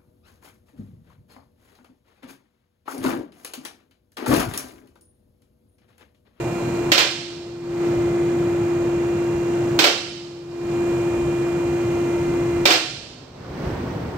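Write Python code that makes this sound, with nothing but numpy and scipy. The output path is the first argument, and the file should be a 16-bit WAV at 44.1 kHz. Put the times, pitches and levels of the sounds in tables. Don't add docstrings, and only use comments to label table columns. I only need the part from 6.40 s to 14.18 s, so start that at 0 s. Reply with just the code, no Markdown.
import sys
import numpy as np
from scipy import signal
from scipy.fft import rfft, irfft, next_fast_len
from scipy.io import wavfile
from scipy.ndimage import uniform_filter1d, minimum_filter1d, map_coordinates

SR = 44100
rng = np.random.default_rng(int(sys.argv[2]) if len(sys.argv) > 2 else 0)


def rack_gain(trim_db):
    fader = np.asarray(trim_db, float)
    return 10 ** (fader / 20)


def int16_out(signal):
    q = np.round(np.clip(np.atleast_2d(signal).T, -1, 1) * 32767)
    wavfile.write(sys.argv[1], SR, q.astype(np.int16))


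N = 343034


def unit(x):
    return x / np.sqrt(np.mean(x ** 2) + 1e-20)


def along(points, hz):
    f, v = np.transpose(points)
    return np.interp(np.log(hz + 1), np.log(f + 1), v)


def filtered(x, response):
    m = next_fast_len(x.shape[-1] + 8192)
    spectrum = rfft(x, m) * response(np.fft.rfftfreq(m, 1 / SR))
    return irfft(spectrum, m)[..., :x.shape[-1]]


# frequency in Hz, likeness from 0 to 1.
PORT_LIKENESS = [(60, 0.99), (180, 1), (550, 0.57), (1650, 0.29), (4970, 0.04), (15000, 1)]


def at_ports(pair):
    def mid_and_side(hz):
        turn = np.arccos(np.clip(along(PORT_LIKENESS, hz), -1, 1)) / 2
        return np.array([np.cos(turn), np.sin(turn)])
    mid, side = filtered(pair, mid_and_side)
    return np.array([mid + side, mid - side])


def rush(spectrum, patchy_db):
    z = signal.stft(rng.standard_normal((2, N)), nperseg=512)[2]
    field = uniform_filter1d(rng.standard_normal(z.shape[1:]), size=5, axis=0)
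    field = uniform_filter1d(field, size=12, axis=1)
    patches = rack_gain(patchy_db * unit(field))
    pair = signal.istft(z * patches, nperseg=512)[1][:, :N]
    return unit(at_ports(filtered(pair, lambda hz: rack_gain(along(spectrum, hz)))))


# frequency in Hz, relative level in dB per Hz.
AIR_SHAPE = [(150, -12), (250, 5.5), (350, 2.5), (500, 0.5), (1000, -7), (2000, -14), (3500, -22),
             (6000, -26), (9000, -58.5), (15500, -51)]
# frequency in Hz, relative level in dB per Hz.
RUMBLE_SHAPE = [(60, -19), (95, 9), (135, 16), (200, 7), (300, -28)]
# frequency in Hz, relative level in dB per Hz.
GUST_SHAPE = [(20, -20), (35, -6.5), (55, 2.5), (80, 9), (110, -9.5), (160, -42)]
# time in seconds, level in dB.
DRAUGHT_LEVEL = [(0, -30.5), (.5, -29), (1.5, -26.5), (3.3, -28), (4.5, -29), (6.2, -29), (7, -28),
                 (7.78, -32.5)]
RUMBLE_DB, RUMBLE_SWING = -1, 0.9
GUST_DB, GUST_RISE_DB_PER_S = -18, 1.48


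def air():
    t = np.arange(N) / SR
    db = np.interp(t, *np.transpose(DRAUGHT_LEVEL))
    gust = rack_gain(db + GUST_DB + GUST_RISE_DB_PER_S * t) * rush(GUST_SHAPE, patchy_db=2.5)
    rumble_db = db.mean() + RUMBLE_SWING * (db - db.mean()) + RUMBLE_DB
    rumble = rack_gain(rumble_db) * rush(RUMBLE_SHAPE, patchy_db=0.7)
    moving_air = rack_gain(db) * rush(AIR_SHAPE, patchy_db=.7)
    waver = map_coordinates(rng.standard_normal(40), [4 * t])
    back = waver[::-1]
    hum = rack_gain(-38 + 1.5 * waver) * np.sin(2 * np.pi * 360 * t + .3 * waver)
    thin = rack_gain(-47 + 2 * back) * np.sin(2 * np.pi * 926 * t + back)
    return gust + rumble + moving_air + hum + thin


SHAFT_HZ = 345.04 / 12
# level in dB of the tooth rate times 1, 2, 3, ..
TOOTH_DB = [-21, -44, -52, -52, -61, -52, -44, -49, -55, -62, -66, -56, -63, -65, -68, -64, -57, -58, -62,
            -57, -59, -64, -63, -67, -64, -63, -62, -68, -70, -69, -69, -68, -68, -68, -72, -64, -71, -64,
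            -73, -73, -77, -76, -69, -78]
# frequency in Hz, level against that multiple in dB.
SIDE_LINES = [(345, -40), (2000, -14), (4000, -16), (5800, -11), (7000, -6), (8000, -3), (15000, -4)]
# time in seconds, level in dB at the right port (the left gets 1 dB more).
TOOTH_TONE = [(0, -30), (.45, -24.5), (1.4, -17.5), (2.2, -18.5), (3.3, -20), (4.3, -20), (5.2, -21.5),
              (6.25, -21)]
STRONG_MULTIPLES = [6, 7, 8, 9, 20]
# level at the right port in dB, left port over right in dB.
STRONG_LEVELS = [(-63, 2), (-44.5, -6.5), (-48, -7.5), (-55.5, 4), (-51, -1)]
# middle in seconds, half length in seconds, change in dB.
STRONG_SWELLS = [
    [(1.7, 0.78, 15.5), (3, 0.34, 10), (6, 1, 17)],
    [(3.3, 0.21, -7), (4.8, 0.8, 3.5)],
    [(1.8, 0.38, -8), (2.85, 0.32, 4.5)],
    [(.2, 0.95, -10), (3, .25, -14), (6.25, 0.34, -8)],
    [(0, 0.56, -20), (5.2, 0.32, -14.5), (6.25, .25, -12)],
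]
DRIFT_S = .3


def whine(count=12, size=4096):
    order = np.arange(size // 2 + 1)
    tooth = np.clip(np.round(order / count).astype(int), 1, len(TOOTH_DB))
    away = np.abs(order - count * tooth)
    side_db = along(SIDE_LINES, order * SHAFT_HZ) - .9 * away + rng.normal(0, 2.5, len(order))
    level = np.array(TOOTH_DB)[tooth - 1] + (away > 0) * side_db
    s = np.arange(0, N / SR + DRIFT_S, DRIFT_S)
    drift = 3 * rng.standard_normal((2, len(s), len(order)))
    level = level + drift * (order > 2 * count)
    level = level - 200 * (away > count)
    level[:, :, count] = np.interp(s, *np.transpose(TOOTH_TONE)) + [[1], [0]]
    for multiple, (db, left_db), swells in zip(STRONG_MULTIPLES, STRONG_LEVELS, STRONG_SWELLS):
        change_db = sum(change * np.exp(-((s - at) / half) ** 2) for at, half, change in swells)
        level[:, :, count * multiple] = db + change_db + [[left_db], [0]]
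    phase = rng.uniform(0, 2 * np.pi, (2, 1, len(order)))
    phase[0, 0, :10 * count] = phase[1, 0, :10 * count] - .2
    turns = irfft(rack_gain(level) * np.exp(1j * phase), size) * size / np.sqrt(2)
    t = np.arange(N) / SR
    where = [t / DRIFT_S, SHAFT_HZ * t % 1 * size]
    closed = [np.hstack([v, v[:, :1]]) for v in turns]
    return np.array([map_coordinates(v, where, order=1) for v in closed])


# frequency in Hz, relative level in dB per Hz.
OIL_SHAPE = [(150, -22), (400, 11.5), (1000, 18.5), (2000, 11), (2600, -17), (3500, -26), (6000, -29),
             (9000, -20), (15500, -29)]
OIL_DB, PUMP_OFF_S = -43.5, 6.255


def pump():
    t = np.arange(N) / SR
    running = rack_gain(-60 * np.clip(t - PUMP_OFF_S, 0, None) / .4)
    teeth = 1 + .3 * np.cos(2 * np.pi * 12 * SHAFT_HZ * t)
    oil = rack_gain(OIL_DB) * teeth * rush(OIL_SHAPE, patchy_db=.8)
    return running * (whine() + oil)


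# frequency in Hz, time to fade by 60 dB in seconds.
HALL_FADE = [(300, 0.77), (1000, 0.68), (2500, 1.03), (5000, 1.275), (9000, 1.17), (15000, 0.15)]
EARLY_DB, EARLY_S = 13.5, 0.074


def hall(size):
    hz, t, z = signal.stft(rng.standard_normal((2, size)), SR, nperseg=256)
    fade = rack_gain(-60 * t / along(HALL_FADE, hz)[:, None])
    tail = at_ports(signal.istft(z * fade, SR, nperseg=256)[1][:, :size])
    since = np.arange(size) / SR
    tail = tail * (1 - np.exp(-since / .015))
    tail = tail * rack_gain(EARLY_DB * np.exp(-since / EARLY_S))
    return tail / np.linalg.norm(tail[1])


# start in seconds, strength in dB before the final trims, lift of the low thud in dB.
LATCH_BLOWS = [(0.5172, 5.5, -3), (.577, 8, -2.5), (3.389, 5, 3), (3.439, 10, 2.5), (6.2539, 7, 5),
               (6.304, 9, -2)]
POST_TREBLE = [-1, -2.5]
BOUNCE_S, BOUNCE_DB, BOUNCE_THUD_DB, BOUNCE_BRIGHT_DB = .029, -7, 8.5, -15.5


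def contacts():
    blows = [(*row, POST_TREBLE[k % 2]) for k, row in enumerate(LATCH_BLOWS)]
    change = [BOUNCE_S, BOUNCE_DB, BOUNCE_THUD_DB, BOUNCE_BRIGHT_DB]
    return blows + [np.add(row, change) for row in blows]


# frequency in Hz, relative level in dB, time to fade by 60 dB in seconds.
STEEL_TONES = [(330, -13, .16), (570, -16, .1), (725, -17, .1), (975, -18, .11), (1400, -20, .11),
               (1580, -19, .11), (1770, -20, .1), (1945, -18, .1), (2075, -19, .12), (2280, -18, .12),
               (2392, -17, .12), (2700, -16, .11), (2845, -19, .08), (3058, -18, .12), (3165, -18, .12),
               (3570, -19, .13), (3880, -20, .1), (4175, -18, .12), (4235, -16, .11), (4400, -20, .09),
               (4650, -17, .13), (5060, -19, .1), (5350, -21, .1), (5720, -24, .12)]
# frequency in Hz, relative level in dB per Hz.
CLATTER_SHAPE = [(150, -22), (330, 5.5), (550, -1), (1000, -0.5), (1500, 2), (2500, 4.5), (4300, 5),
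                 (6000, 0), (9000, -8), (15500, -5.5)]
RING_DB = 3.5
LOW_CUT_HZ = 130


def latches(size=60000):
    out = np.zeros((2, N + size))
    t = np.arange(size // 3) / SR
    hz, mode_db, t60 = np.transpose(STEEL_TONES)[:, :, None]
    for s, db, thud_db, bright_db in contacts():
        ring_db = RING_DB + mode_db + 4 * rng.standard_normal(hz.shape) - 60 * t / t60
        ring = (rack_gain(ring_db) * np.sin(2 * np.pi * hz * t)).sum(0)
        tilt = [(700, thud_db), (1500, 0.002), (5000, 0.03), (9000, bright_db)]  # Hz, dB
        colour = lambda f: rack_gain(along(CLATTER_SHAPE, f) + along(tilt, f))
        rattle = unit(at_ports(filtered(rng.standard_normal((2, len(t))), colour)))
        rattle = rattle * rack_gain(-60 * t / 0.18)
        direct = (rattle + ring) * (1 - np.exp(-t / .002))
        direct[0] = np.roll(direct[0], round(0.00026 * SR))
        click = 1. * (np.arange(len(t)) == round(.006 * SR))
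        mean = filtered(click, colour)
        spread = mean * np.linalg.norm(rattle[1]) / np.linalg.norm(mean) + .7 * ring
        echo = signal.fftconvolve(spread[None], hall(size), axes=1)[:, :size]
        start = round(s * SR)
        out[:, start:start + len(t)] += rack_gain(db - 1.5) * direct
        out[:, start:start + size] += rack_gain(db - 3.5) * echo
    return filtered(out[:, :N], lambda f: (1j * f / (1j * f + LOW_CUT_HZ)) ** 4)


def scene():
    return air() + pump() + latches()


# frequency in Hz, gain in dB.
LEFT_MUFFLE = [(60, 0), (380, 0.27), (1000, -1), (2400, -2), (4400, -8.5), (6000, -18.5), (8100, -29),
               (10000, -55), (12000, -26), (14000, -20.5)]
# frequency in Hz, gain in dB.
RIGHT_NOTCH = [(8800, 0.5), (9500, -10), (10100, -16), (10800, -15), (11600, -5), (13000, -5.5)]


def phone_ports(x):
    def response(hz):
        late = np.exp(-2j * np.pi * hz * 6e-5)
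        return rack_gain([along(LEFT_MUFFLE, hz), along(RIGHT_NOTCH, hz)]) * [late, hz ** 0]
    return filtered(x, response)


def gain_control(x, step=64):
    power_s, gain_s, ahead_s = .008, .007, 0.0043
    rate = SR / step

    def smooth(v, tau):
        share = 1 / (tau * rate)
        return signal.lfilter([share], [1, share - 1], v)

    power = uniform_filter1d(np.max(x ** 2, axis=0), size=step)[::step]
    power_db = 10 * np.log10(np.abs(smooth(power, power_s)) + 1e-9)
    over_db = np.clip(power_db + 18.65, 0, None)
    hold = round(0.6 * rate)
    wanted = np.pad(-.66 * over_db, (hold, 0))
    wanted = minimum_filter1d(wanted, hold, origin=(hold - 1) // 2)[hold:]
    climb = 52 * np.arange(len(wanted)) / rate
    aim_db = np.minimum.accumulate(wanted - climb) + climb
    gain_db = smooth(aim_db, gain_s)
    return x * rack_gain(np.interp(np.arange(N) + ahead_s * SR, np.arange(len(power)) * step, gain_db))


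def roll_off(x):
    return signal.sosfilt(signal.butter(12, 16320, fs=SR, output="sos"), x)


def record(dry):
    ducked = gain_control(phone_ports(dry))
    capped = ducked / (1 + np.abs(ducked) ** 6) ** (1 / 6)
    mix = filtered(capped, lambda hz: hz < 15730)
    return roll_off(mix)


dry = scene()
out = record(dry)
int16_out(out)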